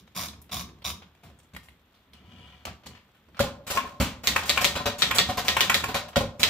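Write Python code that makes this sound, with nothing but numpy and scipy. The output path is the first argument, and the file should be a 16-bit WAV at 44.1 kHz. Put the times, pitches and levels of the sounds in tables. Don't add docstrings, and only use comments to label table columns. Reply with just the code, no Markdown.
import sys
import numpy as np
from scipy import signal
from scipy.io import wavfile
from scipy.ndimage import uniform_filter1d

SR = 44100
rng = np.random.default_rng(int(sys.argv[2]) if len(sys.argv) > 2 else 0)


def output_pcm(signal):
    pcm = np.clip(np.atleast_2d(signal).T, -1, 1) * 32767
    wavfile.write(sys.argv[1], SR, np.round(pcm).astype(np.int16))


def undo_db(level):
    steps = np.asarray(level, float) / 20
    return 10 ** steps


N = 286209

# (f/Hz, level/dB per Hz)
AIR_TONE = [(15, -42), (25, -19), (43, -1), (195, -8), (560, -14.5), (1290, -16.5), (3080, -21.5),
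            (3340, -17.5), (7920, -59), (13600, -29.5), (16000, -44)]
# (t/s, level/dB, t60/s)
HAND_JOLTS = [(0.0, -48, 0.38), (.15, -37.5, 0.86), (.505, -38.5, 1.06), (.85, -34, 0.48),
              (1.02, -54, 0.13), (1.23, -42.5, 0.37), (1.42, -54, 0.17), (1.53, -36.5, 0.25),
              (1.68, -42.5, 0.18), (2.06, -59, 3.5), (2.32, -50, 0.37), (2.4, -53, 0.22), (2.57, -54, 0.15),
              (2.65, -33, 0.3), (2.85, -39, 0.22), (3.27, -46, 0.34), (3.4, -52, 0.23), (3.56, -49, 0.4),
              (3.7, -53, 0.3), (4.15, -44, .6)]
# (f/Hz, level/dB per Hz)
RUMBLE_TONE = [(15, -82), (25, -109), (50, -22), (70, 7.5), (108, -7.5), (156, -6.5), (188, -2.5),
               (227, -7.5), (400, -17), (520, -22), (880, -120)]
# (start t/s, rise/s, hold/s, force level/dB, pawl spring ring level/dB)
KNOB_TURNS = [
    (-.1, 0.01, 0.07, -42, 12),
    (0.149, 0.021, 0.09, -33, -8.5),
    (0.513, 0.011, 0.093, -35.5, 1),
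    (0.842, 0.0042, 0.063, -35.5, 0),
]
# (f/Hz, width/Hz, level/dB)
PLATEN = [(575, 90, -7), (790, 110, -7), (1088, 150, 3.5), (2320, 350, -4), (5300, 600, -10),
          (7570, 900, -8)]
PAWL_SPRING = [(3760, 230, 0)]
# (f/Hz, level/dB per Hz)
PAPER_TONE = [(290, -35), (500, -2), (773, 5), (868, -15), (1090, -20), (1690, -32), (3700, -2),
              (8830, -10), (13100, -9.5), (16000, -12)]
# (t/s, click level/dB, ring of the part f/Hz, ring level/dB, rattle t60/s)
DULL_TOUCHES = [(0.076, -39.5, 1440, -73, 0.035), (0.2841, -29, 3860, -29, 0.035),
                (0.331, -36.5, 1140, -71, 0.11), (.493, -33.5, 3080, -64, 0.095),
                (0.69, -38, 1050, -68, 0.072), (.8195, -34, 2920, -42.5, 0.063),
                (1.020, -32.5, 2330, -52, 0.1), (1.267, -43, 875, -69, 0.35),
                (1.2997, -50, 567, -47.5, 0.059), (1.9413, -53, 3300, -53.5, 0.34),
                (2.6679, -22, 720, -38.5, 0.16), (2.834, -38.5, 576, -63, 0.27),
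                (2.9494, -36, 1870, -52, 0.26), (3.345, -39.5, 1490, -46.5, 0.35),
                (3.3682, -27.5, 1316, -59, 0.15), (6.13, -35, 1310, -53, 0.1)]
CRISP_TOUCHES = [(.4158, -48, 12050, -43.5, 0.011), (1.0689, -85, 1070, -66, 0.059),
                 (1.2334, -39, 690, -47, 0.22), (1.388, -46, 8500, -51.5, 0.081),
                 (1.43, -55, 9100, -61, 0.15), (1.632, -44.5, 11000, -59, 0.28),
                 (1.535, -37, 620, -57, 0.11), (1.5483, -31, 2250, -39, 0.022),
                 (1.5633, -28, 1620, -31.5, 0.039), (1.685, -39.5, 2180, -41, 0.059),
                 (2.1332, -47, 3120, -40.5, 0.041), (2.652, -17, 3530, -70, 0.048),
                 (2.8596, -28, 4170, -73, 0.12), (2.868, -59, 4000, -32.5, 0.027),
                 (3.1467, -54, 1420, -56, 0.14), (3.09, -60, 610, -52, 0.046), (3.285, -70, 666, -53, 0.06),
                 (6.0828, -30, 1040, -47, 0.091)]
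# (t/s, level/dB)
SLIDES = [
    [(2.138, -58.5), (2.2, -64.5), (2.424, -57), (2.56, -59.5), (2.645, -64.5)],
    [(2.885, -62), (2.963, -60), (3.04, -86)],
]
# (f/Hz, width/Hz, level/dB)
RAIL = [(743, 33, 5), (990, 20, 10), (1310, 88, -2), (1970, 99, 1), (2290, 130, 1), (4360, 93, -14)]
SPRING_DRUM = [(2864, 38, 11.5), (3210, 470, 1.5)]

# (t/s, steel click level/dB, treble over click level/dB, ring level/dB)
LATCHES = [
    (3.3928, -19.5, -7.5, -18.5),
    (6.1588, -14, -8.5, -25),
]
SHIFTS = [
    (3.4025, -17, -7, -10),
    (6.1666, -16, -6, -8),
]
SETTLES = [
    (3.4375, -32, -5, -21),
    (3.468, -36, -15, -24),
    (6.207, -34, -3, -17.5),
    (6.234, -39, -11, -23.5),
]
PRESSES = [
    (3.6665, -28.5, -1.5, -45),
    (4.2351, -29, -0.2, -48),
    (4.4547, -32, 5, -51),
    (4.9833, -27.5, 2.2, -41.5),
    (5.4444, -27.5, -1.5, -43),
    (6.3946, -23, -1.5, -35),
]
LINK_KNOCKS = [(3.7021, -18, -3.5, -29.5), (3.7485, -25, -2.5, -29.5), (3.8342, -44, -29, -33.5),
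               (4.4234, -26.5, -28, -37), (4.6093, -20, 0.2, -27.5), (4.7547, -18, -11, -24.5),
               (4.7938, -30, -13, -26.5), (4.8571, -16, -7.5, -21), (5.1476, -19, 1.9, -29.5),
               (5.2882, -19, -10.5, -20), (5.3722, -18.5, -4.5, -21.5), (5.883, -25.5, -10, -25),
               (5.9433, -16.5, -8, -21.5)]
ESCAPES = [
    (3.772, -14.5, -12, -14.5),
    (4.361, -8, -10.5, -15),
    (4.574, -10.5, -10.5, -16),
    (5.1095, -13, -7.5, -20.5),
    (5.567, -12.5, -9.5, -15),
    (5.697, -8.5, -10, -16.5),
    (5.8384, -18.5, -5, -21.5),
]
DROPS = [
    (4.0004, -16, -6, -19),
    (4.0154, -17.5, -5.5, -22),
]
SLAPS = [
    (4.2725, -5, -2.5, -28.5),
    (4.4947, -5, -3, -28.5),
    (4.6449, -4, -3, -22.5),
    (5.021, -5, -7, -27.5),
    (5.1848, -3.5, -5.5, -25),
    (5.4828, -4.5, -6.5, -24.5),
    (5.6073, -4, -5.5, -23.5),
    (5.7439, -5.5, -3.5, -26),
    (6.4315, -3, -6, -30),
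]

# (f/Hz, level/dB per Hz)
SLAP_TONE = [(760, -38), (1300, 2.5), (1530, 1), (1680, -2), (2100, 1.5), (2620, -3), (2840, -5),
             (3440, 0.5), (8000, -22), (10400, -46.5), (17600, -120)]
ESCAPE_TONE = [(530, -31.5), (900, -2), (1090, -22), (1300, -2.5), (2110, -8), (2350, -3), (3750, -15.5),
               (4100, -28.5), (8000, -45.5), (10400, -53.5), (17600, -120)]
LINK_TONE = [(530, 0), (900, -4), (1030, -2), (1420, -5), (1740, -8), (2420, -4.5), (2650, -5), (4710, -14),
             (8000, -29), (10400, -38.5), (17600, -120)]
TREBLE_TONE = [(3240, -18), (5500, -9), (6020, -10.5), (6890, -6.5), (8160, -8), (9130, -14.5),
               (13000, -11), (15100, -11.5), (15500, -19.5)]
# (f/Hz, level/dB, t60/s)
STEEL = [(1535, 14, 0.019), (1878, 6.5, 0.15), (2440, -8, 0.085), (2940, -10, 0.037), (3390, 25, 0.0041),
         (3750, 9, 0.019), (3890, 10.5, 0.014), (4350, -57, 0.029)]
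FRAME = [(444, -2.5, 0.19), (576, 0, 0.61), (690, -43, 0.13), (731, -2, 0.83), (768, -4, 0.097),
         (957, -17, 0.063), (1020, 3, 0.12), (1130, -31, .04), (1427, -22, 0.21)]
LATCH = [(1300, -13, 0.031), (1390, 19, 0.043)]
COVER_TOP = [(237, -9, .3), (262, -13, .2), (431, -12, .25), (560, 5, .3), (657, -15, .15), (721, -11, .2),
             (786, -14, .2), (985, -12, .15), (1240, -17, .3)]
COVER_LOW = [(191, -5, 0.054), (233.5, -12.5, 0.2), (444, -2, 0.15), (540, 4.5, 0.21), (810, 1, 0.12),
             (1050, 1, 0.098), (1210, -26, 0.092)]
COVER_SIDE = [(415, -15, .3), (554, -5, .25), (690, -7, .25), (781, -8, .15), (985, -5, .15),
              (1070, 7, .22), (1200, -6, .12), (1710, -6, .06), (2680, -7, .05)]
DESK = [(72.5, -8.5, 0.41), (85.6, -0.5, 0.13), (108.8, 1, 0.14), (157.2, 4.5, 0.088), (177.8, -27, 0.4),
        (235.1, -1.5, 0.29), (282.5, -16.5, 0.47)]

# (f/Hz, t60/s)
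ROOM_DECAY = [(100, 0.29), (500, 0.76), (2000, 0.29), (6000, 0.3), (14000, 0.19)]
# (f/Hz, level/dB)
ROOM_TONE = [(100, -2), (560, -12), (1000, -6), (1700, -3), (4000, 0), (14000, 0)]
# (f/Hz, side minus mid level/dB)
WIDTH = [(60, -21), (150, -20), (380, -14), (700, -11), (1200, -5), (2400, -4), (6000, 0), (15000, 0)]


def evened(x):
    return x / np.sqrt(np.mean(x ** 2) + 1e-20)


def peaked(x):
    return x / (abs(x).max() + 1e-20)


def smoothed(x, size):
    return uniform_filter1d(uniform_filter1d(x, size), size)


def read(points, hz):
    f, value = np.transpose(points)
    return np.interp(np.log(hz + 1), np.log(f + 1), value)


def curve(rows):
    s, db = np.transpose(rows)
    return undo_db(np.interp(np.arange(N) / SR, s, db, -140, -140))


def colour(x, tone):
    hz = abs(np.fft.fftfreq(8192, 1 / SR)) + 1
    db = read(tone, hz) - 24 * np.maximum(np.log2(tone[0][0] / hz), 0)
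    log_gain = np.log(undo_db(np.maximum(db, -80)))
    spectrum = np.exp(np.conj(signal.hilbert(log_gain)))
    taps = np.fft.ifft(spectrum).real[:4096]
    return signal.oaconvolve(x, taps)[:len(x)]


def resonate(x, peaks):
    out = 0
    for k, (hz, width, db) in enumerate(peaks):
        out = out + (-1) ** k * undo_db(db) * signal.lfilter(*signal.iirpeak(hz, hz / width, SR), x)
    return out


def grains(length, per_s, spread_db):
    chance, rarity, sign = rng.random((length, 3)).T
    size = undo_db(-spread_db * np.log(rarity * .98 + .02)) * np.sign(sign - .5)
    return size * (chance < per_s / SR)


def clumps(length, size, depth_db):
    return undo_db(depth_db * evened(smoothed(rng.standard_normal(length), size)))


def swells(rows, rise_s):
    s, db, t60 = np.transpose(rows)[:, :, None]
    coarse = np.arange(0, N, 32)
    t = np.maximum(coarse / SR - s, 0)
    each = undo_db(db - 60 * t / t60) * (1 - np.exp(-t / rise_s))
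    return np.interp(np.arange(N), coarse, np.sqrt((each ** 2).sum(0)))


def after_keys(over_db, t60, rise_s):
    return swells([(row[0], row[1] + over_db, t60) for row in SLAPS + ESCAPES], rise_s)


def rolling():
    return sum(curve(rows) for rows in SLIDES)


def spread(x):
    path = rng.standard_normal(512) * np.exp(-np.arange(512) / 130)
    return np.array([x, signal.oaconvolve(x, path / np.linalg.norm(path))[:len(x)]])


def contact(t, t60, crack, crack_s, bounce, rise_s, hard=1.8):
    bounce_s, share = bounce
    rattle = undo_db(-60 * t / t60) * (1 - np.exp(-t / rise_s)) * clumps(len(t), size=110, depth_db=-0.5)
    later = t - bounce_s
    crunch = np.exp(-t / crack_s) + share * (later >= 0) * np.exp(-abs(later) / crack_s)
    force = evened(grains(len(t), 9000, 5.53)) * rattle + crack * crunch * rng.standard_normal(len(t))
    force[[0, round(bounce_s * SR)]] = hard * crack, hard * crack * share
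    return force


def ring(modes, t, scatter_db):
    hz, db, t60 = np.transpose(modes)[:, :, None]
    level_luck, pitch_luck = rng.standard_normal((2, len(modes), 1))
    knots = rng.standard_normal((len(modes), 40))
    wander = np.array([np.interp(t / .011, np.arange(40), row) for row in knots])
    firm = np.exp(-(t / .03) ** 4)
    tone = np.sin(2 * np.pi * hz * (1 + .006 * pitch_luck) * t)
    decay = undo_db(db + scatter_db * level_luck - 60 * t / t60)
    return (decay * (firm + (1 - firm) * wander) * tone).sum(0)


def shell_ring(modes, t, push_s):
    push = np.exp(-t[:4000] / push_s) * rng.standard_normal(4000)
    push[0] = 5 * np.linalg.norm(push) * np.exp(-push_s / .01)
    settle_s, settled = .029, .12
    damping = settled + (1 - settled) * np.exp(-(t / settle_s) ** 4)
    loose = clumps(len(t), size=200, depth_db=1.2) * damping
    return peaked(loose * signal.oaconvolve(ring(modes, t, 2.), push)[:len(t)])


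def blows(table, tone, shell_modes, force, steel_db, push_s, desk_db):
    out, t = np.zeros((2, N + SR)), np.arange(13000) / SR
    for s, click_db, treble_db, shell_db in table:
        drive = contact(t, *force)
        steel = signal.oaconvolve(drive, ring(STEEL, t[:4000], 2.2))[:len(t)]
        click = peaked(evened(colour(drive, tone)) + undo_db(steel_db) * evened(steel))
        treble = peaked(colour(drive * undo_db(-120. * t), TREBLE_TONE))
        shell = shell_ring(shell_modes, t, push_s)
        thump = peaked(ring(DESK, t, 1.5) * (1 - np.exp(-t / .003)))
        sound = undo_db(click_db) * (click + undo_db(treble_db) * treble)
        sound = sound + undo_db(shell_db) * (shell + undo_db(desk_db) * thump)
        at = round(s * SR)
        out[:, at:at + len(t)] += spread(sound)
    return out[:, :N]


def air():
    return undo_db(-65) * np.array([evened(colour(rng.standard_normal(N), AIR_TONE)) for _ in range(2)])


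def handling():
    rumble = colour(rng.standard_normal(N), RUMBLE_TONE)
    rumble = rumble / np.sqrt(smoothed(rumble ** 2, 1600) + 1e-12)
    shake = swells(HAND_JOLTS, rise_s=0.026) + after_keys(-33.5, t60=1, rise_s=0.019)
    shake = shake + undo_db(-77) + undo_db(-3) * rolling()
    buzz = grains(N, 5000, 2.7) * clumps(N, size=150, depth_db=5.0)
    parts = evened(colour(buzz, LINK_TONE)) + undo_db(-10.0) * evened(colour(buzz, TREBLE_TONE))
    buzzing = after_keys(-23, t60=0.39, rise_s=0.055) + undo_db(-74.5)
    return spread(rumble * shake * clumps(N, size=900, depth_db=2.0) + evened(parts) * buzzing)


def knob():
    t = np.arange(round(1.05 * SR)) / SR
    teeth_per_s = 120 * (1 + 4.0 * uniform_filter1d(rng.standard_normal(len(t)), size=200))
    teeth = np.cumsum(teeth_per_s) / SR
    gate = .28 + np.exp(-(teeth % 1) / .22)
    chatter = gate * evened(grains(len(t), 16000, 3.8))
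    body = evened(resonate(chatter, PLATEN)) + undo_db(1.2) * evened(colour(chatter, PAPER_TONE))
    body = evened(body) * undo_db(1.0)
    spring = evened(resonate(chatter * gate, PAWL_SPRING))
    grip_db, sag_db_per_s, let_go_db_per_s, spring_db_per_s = -13.5, -66, -600, -140
    sound = 0
    for start, rise, hold, force_db, spring_db in KNOB_TURNS:
        since = np.maximum(t - start, 0)
        db = force_db + grip_db * np.maximum(1 - since / rise, 0) + sag_db_per_s * since
        db = db + let_go_db_per_s * np.maximum(since - rise - hold, 0)
        sound = sound + (t > start) * undo_db(db) * (body + spring * undo_db(spring_db + spring_db_per_s * since))
    return spread(np.pad(sound, (0, N - len(t))))


def touches():
    out, t = np.zeros((2, N)), np.arange(6500) / SR
    for table, treble_db in (DULL_TOUCHES, -26), (CRISP_TOUCHES, -11):
        for s, click_db, part_hz, part_db, t60 in table:
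            drive = contact(t, t60, crack=0.46, crack_s=0.004, bounce=(.005, .6), rise_s=0.00045)
            sound = undo_db(click_db - 8.0) * peaked(colour(drive, LINK_TONE))
            sound = sound + undo_db(click_db + treble_db) * peaked(colour(drive, TREBLE_TONE))
            sound = sound + undo_db(part_db) * peaked(resonate(drive, [(part_hz, part_hz / 3, 0)]))
            at = round(s * SR)
            out[:, at:at + len(t)] += spread(sound)
    return out


def carriage():
    ticks = evened(grains(N, 1500, 8.0)) + 1.5 * rng.standard_normal(N)
    rail = evened(resonate(ticks * clumps(N, size=300, depth_db=3.0), RAIL))
    rail = evened(rail + undo_db(-2.5) * evened(colour(ticks, LINK_TONE)))
    drum = evened(resonate(ticks * clumps(N, size=60, depth_db=3.5), SPRING_DRUM))
    speed = rolling()
    full_db = -58
    return spread(speed * (rail * undo_db(-1.0) + drum * speed * undo_db(-3.5 - full_db)))


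def latches():
    return blows(LATCHES, LINK_TONE, LATCH, (.17, .9, .002, (.004, .7), .002), -4, 0.0047, desk_db=-12)


def shifts():
    return blows(SHIFTS, LINK_TONE, COVER_TOP, (.25, .8, .002, (.0036, 5.), .002, 3.), -37, 0.0011, desk_db=-9)


def settles():
    return blows(SETTLES, LINK_TONE, COVER_LOW, (.15, .8, .002, (.006, .8), .002), -30, 0.002, desk_db=-6.5)


def presses():
    return blows(PRESSES, LINK_TONE, FRAME, (.7, .6, .002, (.006, .8), .004), -18.0, 0.097, desk_db=5.5)


def link_knocks():
    return blows(LINK_KNOCKS, LINK_TONE, FRAME, (.19, .6, .002, (.006, .8), .005), -6.5, 0.51, desk_db=-5)


def escapement():
    force = (.22, 2.4, .003, (.0025, 1.2), .002)
    return blows(ESCAPES, ESCAPE_TONE, COVER_SIDE, force, -15.0, 0.0042, desk_db=-19.5)


def drops():
    return blows(DROPS, LINK_TONE, COVER_TOP, (.3, .8, .002, (.006, .8), .002), -68, 0.0013, desk_db=5)


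def swings():
    t = np.arange(0, N, 32) / SR
    gain = sum(undo_db(row[1] - 32) * (t < row[0]) * np.exp(np.minimum(t - row[0], 0) / .012) for row in SLAPS)
    scrape = grains(N, 6000, 5.0)
    scrape = evened(colour(scrape, SLAP_TONE)) + undo_db(-5.5) * evened(colour(scrape, TREBLE_TONE))
    return spread(scrape * np.interp(np.arange(N), t * SR, gain))


def slaps():
    return blows(SLAPS, SLAP_TONE, FRAME, (.16, 2.6, .0011, (.0054, .6), .003, 8.), -4.0, 0.059, desk_db=-10)


def room(x):
    taps = np.zeros((6, SR // 2))
    at = np.arange(200, SR // 2 - 20, 20) + rng.integers(0, 20, (6, (SR // 2 - 201) // 20))
    np.put_along_axis(taps, at, rng.choice([-1., 1.], at.shape), 1)
    hz, t, z = signal.stft(taps, SR, nperseg=256)
    decay = undo_db(-60 * t / read(ROOM_DECAY, hz)[:, None])
    tail = signal.istft(z * decay, SR, nperseg=256)[1]
    paths_per_s = 23
    turn = np.pi * (paths_per_s * np.arange(N) / SR + np.arange(3)[:, None] / 3)
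    feeds = np.sqrt(2 / 3) * np.sin(turn) * colour(x, ROOM_TONE)
    wet = signal.fftconvolve(np.tile(feeds, (2, 1)), tail / np.linalg.norm(tail[0]), axes=1)[:, :N]
    return wet.reshape(2, 3, N).sum(1)


def scene():
    loading = handling() + knob() + touches() + carriage()
    shifting = latches() + shifts() + settles() + drops()
    typing = presses() + link_knocks() + escapement() + swings() + slaps()
    machine = loading + shifting + typing
    mid, side = machine + undo_db(-5.5) * room(machine[0]) + air()
    side = undo_db(.4) * colour(side, WIDTH)
    left_lag = -2
    return np.array([np.roll(mid + side, left_lag), mid - side])


def top_cut(x):
    return signal.sosfilt(signal.butter(12, 16830, fs=SR, output="sos"), x)


def record(dry):
    dry = signal.sosfilt(signal.butter(2, 42, "high", fs=SR, output="sos"), dry)
    sheen = signal.sosfilt(signal.butter(2, 10500, "high", fs=SR, output="sos"), dry)
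    dry = dry + sheen * np.array([[.22], [-.22]])
    edge = signal.firwin(511, 15700, window=("kaiser", 5), fs=SR)
    return top_cut(signal.oaconvolve(dry, edge[None], "same"))


dry = scene()
out = record(dry)
output_pcm(out)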